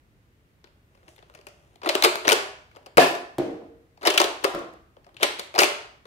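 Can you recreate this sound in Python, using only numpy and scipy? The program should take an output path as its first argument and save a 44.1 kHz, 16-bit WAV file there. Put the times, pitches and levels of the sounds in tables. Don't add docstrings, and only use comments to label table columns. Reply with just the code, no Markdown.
import sys
import numpy as np
from scipy import signal
from scipy.fft import rfft, irfft, next_fast_len
from scipy.io import wavfile
from scipy.ndimage import uniform_filter1d

SR = 44100
rng = np.random.default_rng(int(sys.argv[2]) if len(sys.argv) > 2 else 0)


def ratio_of_db(decibels):
    return 10 ** (np.asarray(decibels, float) / 20)


def store_pcm(level_fs):
    pcm = np.round(np.clip(level_fs, -1, 1) * 32767).astype(np.int16)
    wavfile.write(sys.argv[1], SR, np.atleast_2d(pcm).T)


N = 267378

# (frequency [Hz], width [Hz], level [dB])
SHELL_MODES = [(264, 90, -19.5), (366.4, 37, -2), (449.5, 43, -4.5), (570.6, 40, -0.5), (644.4, 60, -1),
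               (735, 110, -4.5), (1108, 500, -9.5)]
# (frequency [Hz], width [Hz], level [dB])
PART_MODES = [(1360, 330, 1), (1650, 1260, -1.5), (2170, 330, 1.5), (2740, 610, -2), (3680, 2200, -3.5),
              (4654, 980, -4)]
# (frequency [Hz], width [Hz], level [dB])
EDGE_MODES = [(6100, 9350, 2.5), (9500, 12000, 2), (13700, 9300, -10.5)]
# (time [s], level [dB], rise [ms])
SHOT = (2.972, -6.5, 0.48)


def along(points, hz):
    f, v = np.transpose(points)
    return np.interp(np.log(hz + 1), np.log(f + 1), v)


def filtered(x, response):
    m = next_fast_len(x.shape[-1] + 8192)
    spectrum = rfft(x, m) * response(np.fft.rfftfreq(m, 1 / SR))
    return irfft(spectrum, m)[..., :x.shape[-1]]


def resonances(modes, f):
    low_hz, top_hz = 0.44 * modes[0][0], 2.4 * modes[-1][0]
    skirts = 1j * f / (low_hz + 1j * f) / (1 + 1j * f / top_hz) ** 1.5
    total = 0
    for k, (mode_hz, width_hz, db) in enumerate(modes):
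        damping = 1j * f * width_hz
        total = total + (-1) ** k * ratio_of_db(db) * damping / (mode_hz * mode_hz - f * f + damping)
    return skirts * total


def ringing(x, modes):
    return filtered(x, lambda f: resonances(modes, f))


def diffuse(pair, colour):
    # (frequency [Hz], left-right likeness [-1..1])
    likeness = [(60, 0.68), (130, 0.98), (290, 0.93), (640, 0.45), (1400, -0.36), (3000, -0.0044)]

    def mid_side(hz):
        turn = np.arccos(np.clip(along(likeness, hz), -1, 1)) / 2
        return ratio_of_db(along(colour, hz)) * [np.cos(turn), np.sin(turn)]

    mid, side = filtered(pair, mid_side)
    return np.array([mid + side, mid - side])


def hush():
    # (frequency [Hz], density [dB per Hz])
    floor = [(20, -25), (55, -3), (120, -6.5), (200, -13.5), (350, -16), (800, -26), (2000, -26.5),
             (5000, -38), (9000, -41.5), (16500, -42)]
    x = diffuse(rng.standard_normal((2, N)), floor)
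    return ratio_of_db(-63 + 0.5) * x / np.std(x)


def stairwell(x, longer=1):
    # (frequency [Hz], t60 [s])
    decay = [(60, .2), (170, 0.49), (400, 0.5), (1400, 0.58), (3000, 0.51), (6000, 0.49), (11000, 0.38),
             (16000, 0.26)]
    # (frequency [Hz], level [dB])
    walls = [(100, 2), (400, 0), (1500, -1), (4000, -0.5), (9000, 0), (15000, 2.5)]
    step = SR // 4
    out = np.zeros((2, N + 2 * SR))
    starts = np.arange(0, N, step)
    energy = np.add.reduceat(x ** 2, starts)
    for start in starts[energy > 1e-9]:
        hz, t, z = signal.stft(rng.standard_normal((2, 3 * step)), SR, nperseg=256)
        t60_s = longer * along(decay, hz)[:, None]
        tail = signal.istft(z * ratio_of_db(-60 * t / t60_s), SR, nperseg=256)[1]
        tail *= 1 - np.exp(-np.arange(tail.shape[1]) / (0.0022 * SR))
        tail /= np.linalg.norm(tail[0])
        wet = signal.fftconvolve(x[None, start:start + step], tail, axes=1)
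        out[:, start:start + wet.shape[1]] += wet
    return diffuse(out[:, :N], walls)


def soft_blows(blows, modes):
    force, ticks, sent = np.zeros((3, N))
    t = np.arange(SR // 20) / SR
    push = np.exp(-t / 0.00013) * (1 - np.exp(-t / 0.00016))
    for s, db, tick_db in blows:
        i = round(s * SR)
        force[i:][:len(t)] += ratio_of_db(db + 24.5) * push * rng.choice([-1, 1])
        ticks[i:][:len(t)] += ratio_of_db(tick_db + 3 - 60 * t / 0.02) * rng.standard_normal(len(t))
        sent[i] += ratio_of_db(tick_db + 30.5)

    def soft(f):
        return 1 / (1 + 1j * f / 2500)

    wood = ringing(force, modes)
    return np.array([wood + filtered(ticks, soft), wood + filtered(sent, lambda f: soft(f) ** 2.1)])


def door_thuds():
    # (time [s], peak [dB], tick [dB])
    blows = [
        (3.383, -6.5, -27),
        (3.397, -8.5, -67),
        (3.419, -13, -72.5),
        (3.458, -29, -80),
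        (3.494, -20, -74),
        (3.532, -29.5, -68),
        (3.62, -28, -66),
    ]
    # (frequency [Hz], width [Hz], level [dB])
    door_modes = [(117, 25, -15.5), (200, 28, -7.5), (271, 99, -7), (327, 34, 4.5), (390, 72, -7.5),
                  (461, 2.9, 8.5), (516, 44, -8.5), (625, 30, -3.5), (720, 72, -8.5), (1040, 610, -18.5)]
    return soft_blows(blows, door_modes)


def stair_bumps():
    # (time [s], peak [dB], tick [dB])
    blows = [
        (4.538, -21, -44),
        (4.548, -16, -31.5),
        (4.565, -20.5, -61),
        (4.59, -24.5, -39.5),
        (4.645, -34, -57),
        (4.73, -46, -56),
    ]
    # (frequency [Hz], width [Hz], level [dB])
    stair_modes = [(162, 63, -12), (203, 26, -6.5), (324, 30, 1.5), (486, 200, -7), (714, 130, -6.5),
                   (1045, 110, -5.5), (1270, 290, -5)]
    return soft_blows(blows, stair_modes)


def scrape():
    # (start [s], end [s], first level [dB], last level [dB], edge share [dB])
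    strokes = [(0.9, 1.08, -67, -57, -4), (1.08, 1.217, -55.5, -77, 11), (1.23, 1.75, -61.5, -59, -2.5),
               (1.893, 2.06, -60, -34, -4), (2.22, 2.341, -43, -30, -2), (2.709, 2.898, -62, -67.5, -4),
               (4.05, 4.258, -62, -44, -6), (4.4, 4.5, -47, -50.5, -3), (5.18, 5.263, -60, -57, -3),
               (5.3, 5.45, -62.5, -62.5, 13), (5.534, 5.655, -51, -46.5, 6)]
    t, level = np.arange(N) / SR, np.zeros((2, N))
    for start, end, first_db, last_db, edge_db in strokes:
        fade = np.clip(np.minimum(t - start, end - t) / 0.0027, 0, 1)
        stroke_db = np.interp(t, [start, end], [first_db, last_db]) - 4.5
        level += fade * ratio_of_db(stroke_db) * ratio_of_db([[0], [edge_db]])
    happens = rng.random(N) < 2500 / SR
    ticks = happens * rng.standard_normal(N) * ratio_of_db(2.5 * rng.exponential(size=N))
    force, sharp = level * ticks / np.std(ticks)
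    sound = ratio_of_db(15.5) * ringing(force, SHELL_MODES)
    sound += ratio_of_db(1.5) * ringing(force, PART_MODES)
    sound += ratio_of_db(-3) * ringing(sharp, EDGE_MODES)
    return sound * ratio_of_db([[1.5], [-1.5]])


def shudder():
    # (frequency [Hz], width [Hz], level [dB])
    spring_modes = [(1030, 60, -2.5), (1435, 440, -13), (1746, 80, 0), (2200, 390, -12.5),
                    (2646, 370, -6.5), (3580, 920, -15), (4770, 930, -14.5), (9000, 10000, -27.5)]
    t = np.maximum(np.arange(N) / SR - SHOT[0] - .01, 0)
    force = rng.standard_normal((2, N)) * (1 - np.exp(-t / 0.023)) * ratio_of_db(8.5 - 60 * t / 0.28)
    return ringing(force, spring_modes)


def plunger():
    # (frequency [Hz], level [dB], t60 [s])
    barrel = [(155, -24, 0.12), (270.8, -19.5, 0.23), (337.8, -21.5, 0.37), (430, -30, 0.072),
              (645, -9.5, .16), (694, -10.5, 0.2), (780, -27, 0.1)]
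    s, db, rise_ms = SHOT
    u = np.maximum(np.arange(N) / SR - s, 0) * 1000 / rise_ms
    puff = ratio_of_db(db) * u * (2 - u) * np.exp(-u)
    t = np.maximum(np.arange(N) / SR - s - .009, 0)
    ring = np.zeros(N)
    for k, (hz, ring_db, t60_s) in enumerate(barrel):
        ring += (-1) ** k * ratio_of_db(ring_db - 60 * t / min(t60_s, 1 / 5)) * np.sin(2 * np.pi * hz * t)
    return puff, ring * (1 - np.exp(-t / 0.0055))


def contacts():
    # (time [s], click [dB], hollow share [dB], edge share [dB])
    touches = [(0.641, -49.5, -2.5, -17), (0.671, -59.5, -9, -20), (0.949, -61, 1, -24),
               (0.974, -62.5, -2, -18), (1.03, -66.5, 8, -22), (1.08, -47, -2.5, -16.5),
               (1.161, -55.5, -13, -6.5), (1.179, -54, 0.5, -19), (1.189, -51.5, -6.5, -27),
               (1.224, -52.5, 0.5, -26), (1.338, -56.5, -2, -12), (1.349, -47.5, 0, -12),
               (1.373, -56, -2, -16), (1.412, -56, -8, -13), (1.468, -40, -4, -8.5),
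               (1.485, -53, -1.5, -10), (1.756, -53, -2, -15.5), (2.713, -54.5, -9, -22),
               (2.749, -59, 5.5, -13.5), (2.761, -48, 0.5, -17.5), (2.768, -48.5, 4, -16),
               (2.828, -65, 2.5, -13.5), (2.861, -46, 3, -10), (4.735, -61.5, 9, -7),
               (4.966, -57, 8.5, -22), (5.044, -57.5, -8, -18), (5.065, -59.5, 9.5, -11),
               (5.143, -58.5, 1.5, -15), (5.167, -38, -13, -21.5)]
    # (time [s], click [dB], rattle [ms])
    catches = [(1.817, -47, 4.4), (1.832, -38, 8.3), (1.845, -38, 8.3), (1.859, -26.5, 6.7),
               (1.874, -29.5, 3), (1.9011, -30, 3.1), (2.248, -30.5, 18), (2.272, -25, 9.2),
               (4.011, -51, 5.7), (4.018, -46.5, 7.7), (4.029, -35.5, 18), (4.051, -24, 9.3),
               (4.06, -24.5, 9.9), (4.079, -25.5, 4.6), (4.157, -30, 6.9), (4.427, -43, 11),
               (5.198, -46.5, 8), (5.208, -35, 17), (5.224, -24.5, 5.2), (5.388, -38, 5.7),
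               (5.541, -35.5, 2.3), (5.55, -34, 8.8), (5.558, -28.5, 5.3), (5.579, -23.5, 8.5)]
    # (time [s], click [dB], hollow share [dB], rattle [ms])
    slams = [(1.8898, -18, -4, 7), (1.947, -31, 0, 4.7), (1.952, -15.5, -3.5, 2.7),
             (2.0232, -13.5, -11, 3.1), (2.036, -11.5, -6.5, 16), (2.0461, -16.5, -0.5, 7.1),
             (2.155, -25, -1, 3), (2.2794, -10, -6, 3.1), (2.289, -11.5, -12, 2.7), (2.297, -15, -7, 5.7),
             (2.308, -17.5, -3.5, 9.2), (2.319, -12, -3, 6), (2.971, -14.5, 1, 5.9), (4.0706, -13, -3, 8.9),
             (4.101, -21, -2.5, 7.9), (4.14, -27, -4, 8.5), (4.176, -9, -20, 5), (4.1996, -16, 1.8, 6.5),
             (4.235, -30.5, 1, 3.2), (4.241, -20, -5, 6.9), (4.443, -17.5, 1.5, 2),
             (5.23, -11.5, -10.5, 5.4), (5.394, -26.5, -9, 4.9), (5.589, -9, -4.5, 6),
             (5.602, -14.5, -13, 5.7), (5.607, -17.5, -9.5, 6), (5.625, -19.5, -11, 8.8),
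             (5.632, -10.5, -8.5, 3.5), (5.641, -19.5, -9, 8.1)]
    # (time [s], click [dB], edge share [dB])
    knocks = [(1.298, -57, -12), (1.389, -57, -8), (2.0513, -25, -7.5), (2.328, -26, 6.5),
              (2.98, -12.5, -14), (3.15, -38, -7), (3.974, -59, -10.5), (4.2146, -22, -2.5),
              (4.439, -34, -6), (4.449, -25.5, -26), (4.462, -56, -9), (4.48, -49, -14), (5.09, -62.5, -14),
              (5.241, -29.5, -3.5), (5.617, -21.5, -3.5), (6.054, -53, -14)]
    return ([(s, db, hollow_db, edge_db, 7, 4.5) for s, db, hollow_db, edge_db in touches]
            + [(s, db, 3, -18, 5, ms) for s, db, ms in catches]
            + [(s, db, hollow_db, -8.5, 4, ms) for s, db, hollow_db, ms in slams]
            + [(s, db, 8, edge_db, 6, 3.5) for s, db, edge_db in knocks])


def struck(modes, pressure, smooth_ms, unlike):
    f = np.fft.rfftfreq(len(pressure), 1 / SR)
    own = rng.standard_normal((3, len(pressure)))
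    held = np.array(modes) * (1 + 0.059 * rng.standard_normal((len(modes), 3)))
    held[:, 2] = np.array(modes)[:, 2] + 3.1 * rng.standard_normal(len(modes))
    response = resonances(held, f)
    x = irfft(rfft((own[0] + unlike * own[1:]) * pressure) * response)
    x /= np.sqrt(uniform_filter1d(np.mean(x ** 2, 0), int(smooth_ms * SR / 1000)).max())
    sent = irfft(resonances(modes, f) + .5 * response) * np.sign(own[0, 0])
    sent = np.roll(sent, int(abs(own[1, 0]) * SR / 500))
    sent *= np.sqrt(np.mean(x ** 2) / np.mean(sent ** 2))
    return np.vstack([x, sent])


def clacks():
    out, t = np.zeros((3, N + SR)), np.arange(3072) / SR
    for s, db, hollow_db, edge_db, pan_db, rattle_ms in contacts():
        side_db = np.array([[pan_db / 2], [-pan_db / 2], [0]])
        rebounds = ratio_of_db(4.0 * np.repeat(rng.standard_normal(len(t) // 32), 32))
        pressure = rebounds * ratio_of_db(-10 * t * 1000 / max(rattle_ms, 1)) * (1 - np.exp(-t / 0.00033))
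        shell = struck(SHELL_MODES, pressure, smooth_ms=2.7, unlike=0.099)
        parts = struck(PART_MODES, pressure, smooth_ms=0.88, unlike=0.64)
        edges = struck(EDGE_MODES, pressure ** 1.4, smooth_ms=5.7, unlike=1.0)
        hit = ratio_of_db(hollow_db + .5 * side_db) * shell
        hit += ratio_of_db(0.48 + side_db) * parts
        hit += ratio_of_db(edge_db - 1.5 + 2.2 * side_db) * edges
        out[:, round(s * SR):][:, :hit.shape[1]] += ratio_of_db(db) * hit
    return out[:2, :N], out[2, :N]


def scene():
    floor = hush()
    door, door_sent = door_thuds()
    stair, stair_sent = stair_bumps()
    rattle = scrape() + shudder()
    puff, ring = plunger()
    hits, hits_sent = clacks()

    near = hits + rattle + ring + puff
    lag = 14
    heard = np.array([np.roll(near[0], -lag // 2), np.roll(near[1], lag // 2)])
    sent = ratio_of_db(-5.5) * (hits_sent + rattle[0]) + ratio_of_db(-3.5) * ring + ratio_of_db(-16.5) * puff
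    sent += ratio_of_db(3.0) * stair_sent
    hall = stairwell(ratio_of_db(1.0) * door_sent, longer=1.22)
    return heard + ratio_of_db(1) * (door + stair) + stairwell(sent) + hall + floor


def low_pass(x):
    return signal.sosfilt(signal.butter(12, 16640, fs=SR, output="sos"), x)


def record(dry):
    clipped = dry / (1 + np.abs(dry) ** 3) ** (1 / 3)
    band_limit = [(15600, 1), (16000, -21.0), (16700, -45)]  # (frequency [Hz], level [dB])
    mix = filtered(clipped, lambda hz: ratio_of_db(along(band_limit, hz)))
    return low_pass(mix)


dry = scene()
out = record(dry)
store_pcm(out)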